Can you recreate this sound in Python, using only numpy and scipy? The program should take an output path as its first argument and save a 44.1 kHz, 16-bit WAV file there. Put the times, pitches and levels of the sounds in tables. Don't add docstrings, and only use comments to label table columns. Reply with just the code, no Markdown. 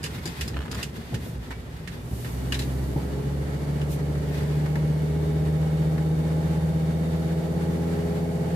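import sys
import numpy as np
from scipy import signal
from scipy.fft import rfft, irfft, next_fast_len
from scipy.io import wavfile
from scipy.ndimage import uniform_filter1d

SR = 44100
rng = np.random.default_rng(int(sys.argv[2]) if len(sys.argv) > 2 else 0)


def pcm_store(signal):
    levels = np.round(np.clip(np.atleast_2d(signal), -1, 1) * 32767)
    wavfile.write(sys.argv[1], SR, levels.astype(np.int16).T)


N = 377055
TIME = np.arange(N) / SR
CYLINDERS = 5
SNAP_RISE_S = .0013

# f/Hz, width/Hz, boost/dB
CABIN_MODES = [(175, 11, 8), (181, 11, 5.7), (226, 25, 4), (260, 31, 6.5), (330, 12, 4.5), (345, 16, -7.2),
               (383, 22, 2.4), (415, 12, 11), (446, 15, -2.6), (462, 17, 2), (502, 12, 3.5), (521, 16, 6.0),
               (544, 16, 2.0), (577, 17, 4.4), (596, 10, -5.3), (635, 28, 7.0), (686, 24, 6.1),
               (797, 35, 10), (839, 29, 11.2)]
# f/Hz, likeness (1 the same, 0 unrelated, -1 opposite)
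LIKENESS = [(60, .99), (170, .98), (290, .75), (450, .55), (700, .4), (1300, -.25), (2400, .05),
            (15000, -.05)]


def boom(cycles, cycle_hz, shake=0.087, side_shift_rad=0.081):
    # level with pedal down/dB, change when coasting/dB, lag/s, swell/s
    tones = [(-39, -10.5, 0.38, .2), (-36.5, -18, .15, 0.17)]
    # f/Hz, width/Hz, boost/dB
    low_modes = [(66, 6, 2.5), (69.3, 2, -3), (72, 27, 6.5), (137, 2, -8), (139.5, 2, 3), (144.3, 3, -5),
                 (155, 33, 11.5)]
    out = np.zeros((2, N))
    for k, (db, coast_db, lag, swell) in enumerate(tones, 1):
        angle = 2 * np.pi * (k * CYLINDERS * cycles + rng.random())
        level_db = db + coast_db * (1 - pedal(lag, swell)) + peaks(low_modes, k * CYLINDERS * cycle_hz)
        tone = np.cos([angle - side_shift_rad, angle + side_shift_rad])
        out += gain_of(level_db) * (1 + shake * wander(2.9)) * tone
    return np.sqrt(2) * out


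def growl(cycles, cycle_hz, load_db, lift_db=1.6, waver_db=1.6, drift_rad=.3):
    # multiple of the cycle rate, base level/dB
    overtones = [(7, -59.4), (8, -51.3), (9, -44.3), (11, -51.1), (12, -54.0), (13, -56.7), (14, -58.6),
                 (15, -50.3), (16, -65.8), (17, -58.6), (18, -56.3), (19, -62.6), (20, -48.2), (21, -52.9),
                 (22, -51.8), (23, -62.1), (24, -52.8), (25, -51.1), (26, -60.0), (27, -52.5), (28, -53.0),
                 (29, -58.3), (30, -51.1), (31, -52.7), (32, -59.2), (33, -54.9), (35, -64.1), (36, -60.9),
                 (37, -59.1), (38, -59.3), (39, -59.7), (40, -60.4), (41, -63.0), (42, -64.3), (43, -66.5),
                 (44, -66.2), (47, -66.3), (48, -66.5), (50, -66.0), (51, -67.0), (53, -67.0)]
    out = np.zeros((2, N))
    hop = 64
    for k, db in overtones:
        hz = k * cycle_hz[::hop]
        level_db = lift_db + db + load_db[::hop] + peaks(CABIN_MODES, hz) + waver_db * wander(2)[::hop]
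        loudness = np.interp(TIME, TIME[::hop], gain_of(level_db))
        angle = 2 * np.pi * (k * cycles + rng.random()) + drift_rad * wander(.6)
        side_shift = np.arccos(np.clip(at_pitch(LIKENESS, hz[-1]), -1, 1)) / 2 * rng.choice([-1, 1])
        out += loudness * np.cos([angle + side_shift, angle - side_shift])
    return np.sqrt(2) * out


def rush(cycles, load_db, base_db=-37.8, load_share=0.9, pulse_depth=0.16, mode_share=0.19):
    # f/Hz, level/dB
    colour = [(20, -60), (105, -31), (135, 1.5), (170, -1.5), (200, -7), (280, -13.5), (400, -14),
              (480, -17), (660, -19), (720, -31.5), (830, -15.5), (1000, -30), (1900, -39), (4000, -41)]
    pulse = 1 + pulse_depth * np.cos(2 * np.pi * CYLINDERS * cycles)
    modes = [(hz, width, mode_share * db) for hz, width, db in CABIN_MODES]
    return gain_of(base_db + load_share * load_db) * pulse * noise(colour, modes=modes)


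def pedal(lag_s=0, takes_s=0.68, press_s=1.82):
    return np.clip((TIME - press_s - lag_s) / takes_s, 0, 1)


def tyres(lumps_db=2.0):
    # t/s, level/dB
    roughness = [(0, -35), (.9, -34.5), (1.7, -39), (2.25, -33.5), (2.8, -39), (5.5, -38.5), (7.3, -41.5),
                 (8.55, -41)]
    # f/Hz, level/dB
    colour = [(10, -43), (35, -55), (48, -20), (63, 3), (78, -0.5), (95, -4), (150, 1), (200, -9.5),
              (240, -5.5), (300, -15), (410, -11.5), (550, -20), (1000, -33.5), (2500, -86)]
    return gain_of(over_time(roughness) + lumps_db * wander(28.0)) * noise(colour)


def thuds(shudder_rise_s=0.004, size=16384):
    # t/s, ring level/dB, rise/s, decay/s, f/Hz, shudder level/dB, decay/s, tilt/(dB per octave)
    bumps = [(0.253, -46, 0.0066, 0.091, 170, -33, 0.12, -1), (0.392, -29.5, 0.037, 0.26, 70, -54, .1, -7),
             (0.534, -46, .006, .08, 171, -42, 0.12, 5), (1.122, -22, 0.028, 0.024, 123, -32.5, 0.21, -3),
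             (1.261, -41, 0.012, .12, 128, -35, 0.097, -5), (1.48, -34, 0.04, 0.34, 61, -48, .15, 3),
             (1.81, -39, 0.073, 0.33, 177.3, -51, .2, -6), (2.9599, -23, 0.002, 0.14, 152, -29, 0.23, -1),
             (3.024, -24, .006, .07, 164, -38, 0.084, -6), (4.752, -33, 0.0043, .07, 170, -31, 0.14, 4),
             (6.17, -40, .004, .06, 170, -42, .1, -1)]
    # f/Hz, level/dB
    colour = [(30, -42), (100, -14), (180, -3), (300, 3), (450, 2), (620, -5), (900, -4), (1200, -28),
              (4000, -58)]
    out, t = np.zeros((2, N)), TIME[:size]

    def swell(rise, decay):
        return np.minimum(t / rise, 1) * die_away(np.maximum(t - rise, 0), decay)

    for s, db, rise, decay, hz, shudder_db, shudder_decay, tilt_db in bumps:
        ring = gain_of(db) * swell(rise, decay) * np.sqrt(2) * np.sin(2 * np.pi * hz * t)
        shudder = gain_of(shudder_db) * swell(shudder_rise_s, shudder_decay) * noise(colour, size, tilt_db)
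        add(out, s, ring + shudder)
    return out


def clicks(crack_db=-.9, echo_db=-14, echo_decay_s=0.27, snap_width_hz=700, size=11025):
    # t/s, level/dB, decay/s, tilt/(dB per octave), left minus right/dB, metal share (0 to 1),
    # f/Hz near which the plastic rings most
    snaps = [(0.03, -32, 0.045, 7, -3, 0.9, 2990), (0.0384, -28, 0.14, 7, -1.5, 0.52, 2870),
             (.061, -31.5, 0.055, -3, 2, 0.6, 2900), (0.255, -29.5, 0.12, 3, 2, 0.7, 1800),
             (.274, -31, 0.03, 4, 1, 0.65, 3400), (0.409, -24.5, 0.095, 8, -1, 0.2, 2830),
             (0.4774, -30.5, 0.072, 3, 1, 0.9, 1800), (0.541, -38, 0.035, -7, 1, 0, 1900),
             (.575, -46.5, 0.032, 4, 0, 0, 2900), (0.617, -43, 0.036, 0, 1, 0.2, 3460),
             (0.713, -31.5, 0.096, 4, 3, 0.6, 3700), (0.746, -33, 0.039, 4, -3, 0.7, 3700),
             (0.8275, -26, 0.087, 3, -2, 0.36, 2780), (1.1424, -31.5, 0.075, 1.5, -3, 0.1, 1600),
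             (1.511, -39, 0.18, -3, -1, 0, 1800), (1.874, -34, 0.088, -0.5, -6, 0.24, 1800),
             (2.245, -37, 0.14, -4, -1, 0.25, 1800), (2.5215, -21.5, 0.061, 0, 1, 0.34, 2800),
             (2.542, -26, 0.091, 0.5, 1, 0.15, 3800), (2.59, -29, 0.14, 6, 0, 0.3, 4000),
             (2.618, -36, 0.16, 3, 0, 0, 3700), (3.814, -34, 0.03, -1, 1, 0.3, 2900)]
    # f/Hz, level/dB
    colour = [(30, -60), (300, -47), (1100, -8), (1700, 1.5), (2300, -1.5), (3000, -4.5), (5000, -6.5),
              (8000, -12), (11000, -18), (15000, -21)]
    # f/Hz, width/Hz, boost/dB
    plastic_modes = [(1520, 110, 4), (1830, 90, 5), (2540, 110, 8), (2760, 120, 9), (2950, 130, 11),
                     (3400, 90, 7), (3740, 120, 8), (4020, 160, 9)]
    metal_modes = [(1670, 130, 6), (4930, 200, 14), (7040, 140, 8), (9560, 130, 8)]
    out, t = np.zeros((2, N)), TIME[:size]
    for s, db, decay, tilt_db, pan_db, metal, centre_hz in snaps:
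        struck_band = [(centre_hz, snap_width_hz, 1)]
        modes = [(hz, width, boost * (1 - metal) * (.5 + peaks(struck_band, hz)))
                 for hz, width, boost in plastic_modes]
        modes += [(hz, width, boost * metal) for hz, width, boost in metal_modes]
        crack = noise(colour, size, tilt_db, modes) * gain_of(crack_db) * die_away(t, decay)
        echo = noise(colour, size, tilt_db - 1) * gain_of(echo_db) * die_away(t, echo_decay_s)
        sides = gain_of([[db + pan_db / 2], [db - pan_db / 2]])
        add(out, s, sides * (crack + ringing(modes, t) + echo) * attack(t))
    return out


def ringing(modes, t, ring_db=-3, decay_s=.055, detune=.012):
    tones = 0
    for hz, _, boost_db in modes:
        pitch_hz = hz * (1 + detune * rng.standard_normal())
        turns = pitch_hz * t + .5 * rng.random((2, 1)) + rng.random()
        tones += (gain_of(boost_db) - 1) * np.sin(2 * np.pi * turns)
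    return unit_level(tones) * gain_of(ring_db) * die_away(t, decay_s)


def knocks(ring_width_hz=350, ring_db=8, size=11025):
    # t/s, level/dB, decay/s, ring f/Hz
    hits = [(.652, -40.5, 0.19, 950), (2.524, -33, 0.076, 1140), (.789, -31, 0.044, 1900),
            (.799, -40, 0.076, 1300), (1.505, -33.5, 0.12, 960), (1.519, -38, 0.06, 1830),
            (4.152, -37, 0.052, 900), (4.344, -37, 0.074, 1800), (4.405, -36, .06, 2120),
            (4.658, -35, 0.12, 920), (4.755, -28.5, 0.054, 1860), (5.979, -33.5, 0.065, 1750)]
    # f/Hz, level/dB
    colour = [(30, -40), (300, 0), (700, -5), (1000, -3), (1300, -4), (1650, 0), (2200, -3), (2600, -12),
              (4500, -15), (15000, -27)]
    out, t = np.zeros((2, N)), TIME[:size]
    for s, db, decay, hz in hits:
        knock = noise(colour, size, modes=[(hz, ring_width_hz, ring_db)])
        add(out, s, gain_of(db) * attack(t) * die_away(t, decay) * knock)
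    return out


def ping(start_s=1.518, hz=2285, db=-45, decay_s=.3, size=11025):
    out, t = np.zeros((2, N)), TIME[:size]
    tone = np.sin(2 * np.pi * hz * t)
    add(out, start_s, gain_of(db) * attack(t) * die_away(t, decay_s) * tone[None])
    return out


def rattle(start_s=.53, end_s=.83, ticks_per_s=170, db=-44, decay_s=.02, size=2048):
    # f/Hz, level/dB
    colour = [(200, -16), (600, -6), (1000, 8), (1350, -3), (1900, -9), (2800, -4), (4500, -17),
              (15000, -34)]
    during = (TIME > start_s) & (TIME < end_s)
    taps = during * (rng.random(N) < ticks_per_s / SR) * rng.uniform(-0.6, 1, N)
    tick = noise(colour, size) * die_away(TIME[:size], decay_s)
    chatter = signal.oaconvolve(taps[None], tick, axes=1)[:, :N]
    return gain_of(db) * chatter / chatter[:, during].std()


def rustle(grain_db=2.46):
    # peak t/s, level/dB, swell/s, fade/s
    slides = [(.18, -47, 0.14, 0.02), (.38, -45.5, 0.18, 0.093), (.64, -49.5, 0.15, 0.17),
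              (.80, -40, 0.025, 0.024), (1.09, -45, 0.12, 0.21), (1.45, -54, .025, 0.11),
              (1.95, -48.5, 0.21, 0.061), (4.38, -45, 0.083, 0.21)]
    # f/Hz, level/dB
    colour = [(150, 9), (260, 6), (350, 9.5), (520, 5), (1000, 12), (1250, 8.5), (1750, 12.5), (2300, 11),
              (2900, 5.5), (3600, 8), (5500, 2), (9000, -2.5), (15000, -1.5)]
    loudness = sum(gain_of(db) * stroke(s, swell, fade) for s, db, swell, fade in slides)
    return loudness * gain_of(grain_db * wander(29)) * noise(colour, ripple_db=3.5)


def squeak(peak_s=.19, half_length_s=.01, hz=2200, db=-47, waver=0.037):
    slips = np.cumsum(hz * (1 + waver * wander(60))) / SR
    return gain_of(db) * stroke(peak_s, half_length_s, half_length_s) * np.sin(2 * np.pi * slips)


def swishes():
    # peak t/s, level/dB, half length/s
    brushes = [(1.268, -48.5, 0.052), (2.216, -48, 0.1), (2.635, -49, 0.36), (3.928, -40.5, 0.024)]
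    # f/Hz, level/dB
    colour = [(800, -26), (2500, 2), (5000, 0), (8000, 0.5), (12500, 2), (15000, 1.5)]
    return sum(gain_of(db) * stroke(s, half, half) for s, db, half in brushes) * noise(colour)


def air(load_db, cruise_db=-43.5, load_share=0.26, gusts_db=1.17):
    # f/Hz, level/dB
    colour = [(200, 8), (800, 8), (1250, 6), (1850, 4.5), (2500, -1.5), (3000, -3), (4000, -5),
              (4600, -5.5), (5200, -8.5), (8000, -10.5), (11000, -12.5), (15000, -17.5)]
    # f/Hz, width/Hz, boost/dB
    whistles = [(1900, 120, 2.5), (2945, 60, 5), (3320, 80, 3), (3670, 70, 2), (6900, 100, 3),
                (8200, 150, 3)]
    hiss = noise(colour, modes=whistles, ripple_db=1.8)
    return gain_of(cruise_db + load_share * load_db + gusts_db * wander(19.0)) * hiss


def whines(fade_s=0.26, waver_db=0.5):
    # start t/s, end t/s, f/Hz, width/Hz, level/dB
    bands = [(2.0, 9, 4520, 100, -64.5), (3.2, 9, 2200, 40, -61), (4.0, 9, 1560, 50, -62),
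             (4.9, 7.7, 3675, 45, -62.5)]
    out = np.zeros((2, N))
    for start, end, hz, width, db in bands:
        band = noise([(hz - 10 * width, -60), (hz, 0), (hz + 10 * width, -60)])
        fade = np.clip(np.minimum(TIME - start, end - TIME) / fade_s, 0, 1)
        out += fade * gain_of(db + waver_db * wander(6.9)) * band
    return out


def noise(colour, size=N, tilt_db=0., modes=(), ripple_db=0.):
    # f/Hz, share (0 to 1)
    ripple_share = [(200, 0), (900, 1), (4000, 1), (7000, .5), (15000, .3)]
    length = next_fast_len(size, True)
    hz = np.fft.rfftfreq(length, 1 / SR)
    left, unrelated = rfft(rng.standard_normal((2, length)))
    same = np.clip(at_pitch(LIKENESS, hz), -1, 1)
    right = same * left + np.sqrt(1 - same ** 2) * unrelated
    slope_db = np.clip(tilt_db, -4, 3) * np.log2(hz + 1)
    db = at_pitch(colour, hz) + peaks(modes, hz) + slope_db
    if ripple_db:
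        ripple = unit_level(uniform_filter1d(rng.standard_normal((2, len(hz))), size=400, axis=1))
        db = db + ripple_db * ripple * at_pitch(ripple_share, hz)
    return unit_level(irfft(np.array([left, right]) * gain_of(db), length)[:, :size])


def wander(rate, points=2048, points_per_s=200):
    hz = np.fft.rfftfreq(points, 1 / points_per_s)
    slow = unit_level(irfft(rfft(rng.standard_normal(points)) * np.exp(-(hz / rate) ** 2)))
    return np.interp(TIME * points_per_s, np.arange(points), slow)


def attack(t):
    return 1 - np.exp(-t / SNAP_RISE_S)


def die_away(t, decay_s):
    return gain_of(-60 * t / decay_s)


def stroke(s, swell, fade):
    return np.exp(-((TIME - s) / np.where(TIME < s, swell, fade)) ** 2 / 2)


def peaks(modes, hz):
    return sum(db / (1 + (2 * (hz - f) / width) ** 2) for f, width, db in modes)


def at_pitch(points, hz):
    f, value = np.transpose(points)
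    return np.interp(np.log(hz + 1), np.log(f + 1), value)


def over_time(points):
    return np.interp(TIME, *np.transpose(points))


def gain_of(db):
    return 10 ** (np.asarray(db) / 20)


def unit_level(x):
    return x / np.sqrt(np.mean(x ** 2) + 1e-20)


def add(mix, s, sound):
    part = mix[:, max(round(s * SR), 0):][:, :sound.shape[1]]
    part += sound[:, :part.shape[1]]


def scene(cruise_hz=75, coast_db=-20, load_db_per_octave=11.5):
    # t/s, firing f/Hz
    speed = [(0, 80), (1, 62.2), (1.9, 52), (2.05, 54.2), (2.35, 63), (2.5, 64.8), (2.85, 66.1),
             (3.1, 68.4), (3.75, 73.3), (4.35, 73.9), (4.7, 75.5), (5.75, 78.1), (6.75, 79.5), (7.4, 81.6),
             (8.25, 83.3), (8.55, 83.5)]
    firing_hz = over_time(speed)
    load_db = coast_db * (1 - pedal()) + load_db_per_octave * np.log2(firing_hz / cruise_hz)
    cycle_hz = firing_hz / CYLINDERS
    cycles = np.cumsum(cycle_hz) / SR
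    engine = boom(cycles, cycle_hz) + growl(cycles, cycle_hz, load_db) + rush(cycles, load_db)
    road_and_air = tyres() + air(load_db) + whines()
    loose_parts = rustle() + squeak() + swishes() + rattle() + clicks() + knocks() + ping()
    return engine + road_and_air + loose_parts + thuds()


def record(dry, top_hz=14750):
    # f/Hz, left minus right/dB
    balance = [(60, -0.5), (110, -5), (200, 4.5), (380, -0.5), (700, -3), (1290, -2), (2380, -2), (4400, 4),
               (8120, -5.5), (15000, -1.5)]
    hz = np.linspace(0, SR / 2, 513)
    half_db = at_pitch(balance, hz) / 2
    side_filters = np.array([signal.firwin2(511, hz, gain_of(side * half_db), fs=SR) for side in (1, -1)])
    treble_cut = signal.firwin(511, top_hz, window=("kaiser", 9), fs=SR)
    coloured = signal.oaconvolve(dry, side_filters, "same", axes=1)
    return signal.oaconvolve(coloured, treble_cut[None], "same", axes=1)


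dry = scene()
out = record(dry)
pcm_store(out)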